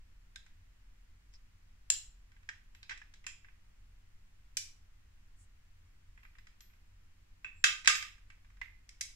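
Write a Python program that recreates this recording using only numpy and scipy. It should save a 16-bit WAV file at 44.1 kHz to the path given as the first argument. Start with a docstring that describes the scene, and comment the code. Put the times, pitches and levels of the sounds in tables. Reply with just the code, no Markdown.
"""A small, quiet room; a stereo microphone stands close to a hinged steel collar handled over a cloth.
A key turns and the lock snaps open, the halves scrape apart, swing on the hinge, clash shut twice,
and the lock clicks. Each contact is steel chattering on steel, coloured by the modes of the collar.
The hands damp the steel, so it is a short crack; most of its tail is the room."""
import sys
import numpy as np
from scipy import signal
from scipy.fft import rfft, irfft, next_fast_len
from scipy.io import wavfile
from scipy.ndimage import map_coordinates

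SR = 44100
rng = np.random.default_rng(int(sys.argv[2]) if len(sys.argv) > 2 else 0)


def wrap_up_sound(samples):
    """Save the sound to the file named by the first command line argument, as 16-bit audio."""
    columns = np.atleast_2d(samples).T
    # keep every value between -1 and 1, then stretch to whole-number steps
    tamed = np.clip(columns, -1, 1)
    steps = np.round(tamed * 32767).astype(np.int16)
    wavfile.write(sys.argv[1], SR, steps)


N = 403515
SIZE = 32768  # samples in one contact with its tail
HZ = np.fft.rfftfreq(SIZE, 1 / SR)
T = np.arange(SIZE) / SR

# room tone: f/Hz, relative level/dB
ROOM_TONE = [(18, -3.5), (31, -9.5), (42, -4.5), (62, -19), (92, -12.5), (120, -29.5), (175, -30),
             (280, -34.5), (590, -43.5), (1900, -38), (2800, -41), (3500, -45), (7500, -47.5),
             (8600, -52.5), (16000, -55)]
# how alike the room tone is in the two channels: f/Hz, correlation
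ROOM_TONE_LIKENESS = [(60, 1), (150, .87), (380, -0.57), (950, 0), (15000, -0.41)]
# decay of the room: f/Hz, t60/s
ROOM_DECAY = [(200, .3), (1200, 0.35), (3000, 0.37), (7000, 0.32), (14000, 0.32)]
# straight path to the microphone, shaped by the bounce off the table: f/Hz, level/dB
DIRECT_PATH = [(600, -3), (950, 3.5), (1350, -1), (1620, 3.5), (2000, -0.5), (3000, -3.5), (12000, -0.5)]
# balance of the collar at the microphone: f/Hz, left minus right/dB
BALANCE = [(500, 7), (1200, -0.5), (2200, -1.5), (4500, 1), (7000, 1.5), (12000, 0)]
# colour of all contacts; small steel parts radiate little bass: f/Hz, level/dB
STEEL_COLOUR = [(60, -36), (240, -17.5), (350, -14.5), (470, -18.5), (620, -18.5), (900, -9), (1200, -3.5),
                (1380, -9), (1600, -4.5), (2500, -0.5), (3050, -3.5), (7800, -0.5), (9500, -4),
                (11800, -2.5), (14000, -10), (15500, -29.5)]
# modes of the hand-held band: f/Hz, width/Hz, lift/dB
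BAND_MODES = [(1235.3, 30, 2.5), (1550, 83, 3.5), (1860, 15, 1), (2030, 22, 3.5), (2301, 16, 1.5),
              (2505, 8.2, -1.5), (2637, 44, 3.5), (3205, 39, 6.5), (3473, 150, 4), (3950, 130, 4),
              (4904, 18, 8), (5170, 170, 8), (5700, 35, 1), (5880, 110, 1.5), (6940, 160, 3),
              (7830, 150, 4.5), (9060, 100, 9), (10290, 82, 12), (13470, 50, 7)]
# modes of the parts that get struck: f/Hz, width/Hz, relative lift/dB
KEYHOLE = [(1600, 140, 14.5), (3700, 600, 15)]
KEY = [(2260, 150, 8.3), (3000, 140, 2.8), (5050, 280, 1.8), (5800, 380, 3.3), (8990, 62, 5.7)]
BOLT = [(920, 120, 3.2), (2908, 400, 6), (4200, 300, 3), (7340, 410, 11.7)]
CATCH = [(2620, 170, 6), (7300, 110, 14)]
RIM = [(1720, 290, 6), (5600, 570, 4)]
STUDS = [(2400, 220, 1.6), (4000, 630, 11)]
TONGUE = [(940, 160, 7.2), (2064, 91, 17.9)]
HALVES = [(340, 140, 5), (1222, 89, 16.5), (1811, 25, -0.5), (2080, 40, 1), (3350, 17, 1.5), (4820, 25, 3),
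          (6825, 25, 11.5)]
# how each part sounds out, by name: low knock/dB, left minus right/dB, room tail/dB, modes
PARTS = { "keyhole": (-14, -1.5, -9, KEYHOLE), "key": (-17, -2, -6, KEY), "bolt": (-9.5, -0.32, -7.5, BOLT),
         "catch": (-6.5, -3, -4.5, CATCH), "rim": (-5.5, -2.5, -8, RIM), "studs": (-8, -4, -7, STUDS),
         "tongue": (-7.5, -5, -7, TONGUE), "halves": (-14.5, -3, -4, HALVES), }
# sharp contacts: t/s, relative level/dB, brightness/dB, chatter t60/s, extra mode lift/dB, part struck
# key in at 0.36 s, lock open at 1.9, key out at 4.57, clashes at 7.64 and 7.87, lock home at 8.61
CLICKS = [ (0.3583, -17, -3, 0.02, -2, "keyhole"), (1.901, -0.5, 6, 0.018, 1.5, "bolt"),
          (2.489, -7.5, -14, 0.033, 4.5, "rim"), (2.829, -24.5, -6.5, 0.027, 5.5, "studs"),
          (2.8938, -7.5, -13.5, 0.042, -1, "studs"), (2.9069, -4.5, -18, 0.12, 4, "rim"),
          (3.0157, -20, -22, 0.032, 4.5, "rim"), (3.2653, -6, -5.5, 0.026, 1.5, "catch"),
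          (4.5693, -6, 7.5, 0.023, 2, "key"), (7.4449, -4, -28.5, 0.027, 2, "catch"),
          (7.64, 18.5, -8, .034, -4, "halves"), (7.846, -9.5, -9, .045, -3.5, "rim"),
          (7.8563, -7, -9.5, 0.041, 3, "studs"), (7.8740, 19, -6.5, .033, 1, "halves"),
          (7.895, 5, -12.5, .03, -5, "halves"), (7.951, 2, -9.5, .03, -5, "halves"),
          (8.0249, -3, -10, 0.018, -4.5, "halves"), (8.6138, -6, -20.5, 0.033, -1.5, "tongue"),
          (8.8906, -23.5, 0, 0.023, 2.5, "key"), (9.0092, -6, 4, 0.032, -0.5, "key"), ]
# light touches of hinge and pins: t/s, relative level/dB, brightness/dB
TICKS = [(.463, -25.5, -10.5), (1.3372, -31, -0.5), (2.7482, -20, -11.5), (2.975, -19, -6.5),
         (3.138, -20, -6), (3.241, -16, -20.5), (3.445, -18, -26.5), (3.484, -19, -26), (6.175, -18, -28),
         (6.231, -20.5, -20), (6.249, -17.5, -24), (6.352, -23.5, -25), (6.384, -20, -14),
         (6.469, -19, -13), (6.6056, -22, -1.5), (8.301, -15, -18.5)]
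# soft slides: middle t/s, length/s, f/Hz, width/Hz, level/dB
SLIDES = [(1.351, 0.023, 5150, 890, -63.5), (5.415, .05, 7800, 2500, -69), (7.593, 0.056, 7440, 296, -69.5)]
# a small pin rings on after some contacts: t/s, relative level/dB
PIN_RINGS = [(1.902, -62), (2.748, -77), (6.231, -78), (6.385, -81), (6.607, -62.5), (7.641, -59.5),
             (7.875, -57.5), (7.953, -55), (8.615, -75)]
# the fingers shift the halves against each other: start t/s, end t/s, relative level/dB
FIDGETS = [(2.278, 2.47, -26.5), (6.667, 6.76, -27.5), (8.095, 8.2, -26.5), (8.42, 8.59, -26)]


def amp(db):
    """Decibels to gain."""
    return 10 ** (np.asarray(db) / 20)


def unit(x):
    """Scale to rms 1."""
    return x / np.sqrt(np.mean(x ** 2) + 1e-20)


def along(points, hz):
    """Read (f/Hz, value) points on a log frequency axis."""
    freqs, values = np.transpose(points)
    return np.interp(np.log(hz + 1), np.log(freqs + 1), values)


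def filtered(x, response):
    """Pass a full-length signal through a gain given as a function of frequency."""
    size = next_fast_len(N + SR // 2)
    return irfft(rfft(x, size) * response(np.fft.rfftfreq(size, 1 / SR)), size)[..., :N]


def wobble(rate):
    """A smooth random curve, rate knots a second."""
    knots = rng.standard_normal(int(N * rate / SR) + 4)
    return map_coordinates(knots, [np.arange(N) * rate / SR])


def add(track, s, sound):
    """Mix a stereo sound into the track at s seconds."""
    start = round(s * SR)
    track[:, start:start + sound.shape[1]] += sound[:, :N - start]


def resonance(hz, width, lift_db):
    """The dB bump of one mode."""
    return 10 * np.log10(1 + amp(lift_db) ** 2 / (1 + (2 * (HZ - hz) / width) ** 2))


def causal(db):
    """The minimum-phase response of a dB curve: peaks ring after the blow."""
    cepstrum = irfft(db * np.log(10) / 20)
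    cepstrum[1:SIZE // 2] *= 2
    cepstrum[SIZE // 2 + 1:] = 0
    return np.exp(rfft(cepstrum))


def room_tone(noise_db=-58, hum_hz=89, hum_db=-77, swell_db=2):
    """Room rumble, alike in both channels, with a wavering low hum and a faint hiss."""
    def mid_side_gains(hz):
        spread = np.arccos(np.clip(along(ROOM_TONE_LIKENESS, hz), -1, 1)) / 2
        return amp(along(ROOM_TONE, hz)) * [np.cos(spread), np.sin(spread)]

    mid, side = filtered(rng.standard_normal((2, N)), mid_side_gains)
    phase = 2 * np.pi * hum_hz * np.arange(N) / SR + 1.3 * wobble(rate=6.4)
    hum = amp(hum_db + swell_db * wobble(rate=2.3)) * np.sin(phase)
    return amp(noise_db) * unit(np.array([mid + side, mid - side])) + hum


def chatter(t60, stereo_spread=1.4, rise_s=0.00023, hold=1.57):
    """Steel rattling briefly on steel: an even-spectrum burst of energy 1, partly unlike in each channel."""
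    fade = amp(-60 * (T / t60) ** hold) * (1 - np.exp(-T / rise_s))
    burst = (rng.standard_normal(SIZE) + stereo_spread * rng.standard_normal((2, SIZE))) * fade
    for _ in range(2):  # flatten the spectrum while keeping the burst short
        burst = irfft(np.exp(1j * np.angle(rfft(burst)))) * np.sqrt(fade)
    return burst / np.linalg.norm(burst, axis=1, keepdims=True)


def dense_modes(spacing_hz=170, depth_db=2.2):
    """Each point of contact drives the many close modes differently: a random ripple in dB."""
    knots = rng.standard_normal(int(SR / 2 / spacing_hz) + 4)
    return depth_db * map_coordinates(knots, [HZ / spacing_hz])


def room(wet_db, build_s=0.003):
    """Response at the microphone: the direct path plus a short diffuse tail, longest near 3 kHz."""
    hz, t, noise = signal.stft(rng.standard_normal((2, SIZE)), SR, nperseg=256)
    decay = amp(-60 * t / along(ROOM_DECAY, hz)[:, None])
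    tail = signal.istft(noise * decay, SR, nperseg=256)[1][:, :SIZE]
    tail *= 1 - np.exp(-(T / build_s) ** 2)
    tail /= np.linalg.norm(tail, axis=1, keepdims=True)
    return causal(along(DIRECT_PATH, HZ)) + amp(wet_db) * rfft(tail)


def contact(colour_db, t60, pan_db, wet_db, lag_s=.00022):
    """Chatter rings the steel band and the room, reaching the left of the microphone first."""
    collar_db = along(STEEL_COLOUR, HZ) + sum(resonance(*mode) for mode in BAND_MODES)
    crack = rfft(chatter(t60)) * causal(colour_db + collar_db + dense_modes())
    sides = np.array([[.5], [-.5]])
    balance = amp(sides * (pan_db + along(BALANCE, HZ)))
    delay = np.exp(2j * np.pi * HZ * lag_s * (sides - .5))
    return irfft(crack * balance * delay * room(wet_db))


def hardness(bright_db, knock_db):
    """The dB colour of a blow: the harder the contact, the more the treble is tilted up."""
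    return along([(1100, knock_db), (1600, 0), (2600, 0.011), (4000, -2.1 + .75 * bright_db),
                  (7200, bright_db), (10500, -15.5 + 1.5 * bright_db)], HZ)


def clicks():
    """Key, bolt and halves: each blow has its own brightness and rings the part it strikes."""
    track = np.zeros((2, N))
    for s, db, bright_db, t60, ring_db, part in CLICKS:
        knock_db, pan_db, wet_db, modes = PARTS[part]
        modes_db = sum(resonance(hz, width, lift_db + ring_db) for hz, width, lift_db in modes)
        add(track, s, contact(db + hardness(bright_db, knock_db) + modes_db, t60, pan_db, wet_db))
    return track


def ticks(touches, trim_db=-2):
    """Light touches of steel, with little in the top octave."""
    track = np.zeros((2, N))
    for s, db, bright_db in touches:
        colour_db = along([(1100, -6.0), (1600, 1.5), (2400, 0), (4500, bright_db + 1.5),
                           (7500, bright_db - 0.5), (11000, bright_db - 27.5)], HZ)
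        t60 = 0.022 * np.exp(-0.021 * bright_db)  # the duller ones rub for longer
        add(track, s, contact(db + trim_db + colour_db, t60, pan_db=-2, wet_db=-6))
    return track


def slides():
    """Skin, cloth and steel slide on each other: brief swells of friction hiss."""
    t = np.arange(N) / SR
    track = np.zeros((2, N))
    for s, length, hz, width, db in SLIDES:
        hiss = filtered(rng.standard_normal((2, N)), lambda f: 1 / (1 + (2 * (f - hz) / width) ** 2))
        swell = np.exp(-(2 * (t - s) / length) ** 2 / 2)
        track += amp(db) * swell * unit(hiss)
    return track


def pin(hz=12295, t60=.32, attack_s=.002, waver_rad=.6):
    """A small pin that the hands do not damp: a thin, very high, slightly unsteady ring."""
    track = np.zeros((2, N))
    fade = amp(-60 * T / t60) * (1 - np.exp(-T / attack_s))
    for s, db in PIN_RINGS:
        drift = np.interp(T, np.linspace(0, T[-1], num=100), rng.standard_normal(100))
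        ring = fade * np.sin(2 * np.pi * hz * T + waver_rad * drift)
        add(track, s, amp(db) * irfft(rfft(ring) * room(wet_db=-14.0)))
    return track


def fidgets(gap_s=.06, bright_db=-18.5, scatter_db=2):
    """Faint, unevenly spaced touches as the fingers shift the halves, as rows like those of TICKS."""
    touches = []
    for start, end, db in FIDGETS:
        count = max(1, round((end - start) / gap_s))
        for k, (late, force, bright) in enumerate(2 * rng.random((count, 3)) - 1):
            s = start + (end - start) * (k + .5 + late * 0.18) / count
            touches.append((s, db + scatter_db * force, bright_db + 2 * scatter_db * bright))
    return touches


def scene():
    """The collar close to the microphone, the quiet room behind it."""
    return clicks() + ticks(TICKS + fidgets()) + pin() + slides() + room_tone()


def record(dry, top_hz=15750):
    """The recorder keeps nothing above its band limit."""
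    return filtered(dry, lambda hz: hz < top_hz)


dry = scene()
out = record(dry)
wrap_up_sound(out)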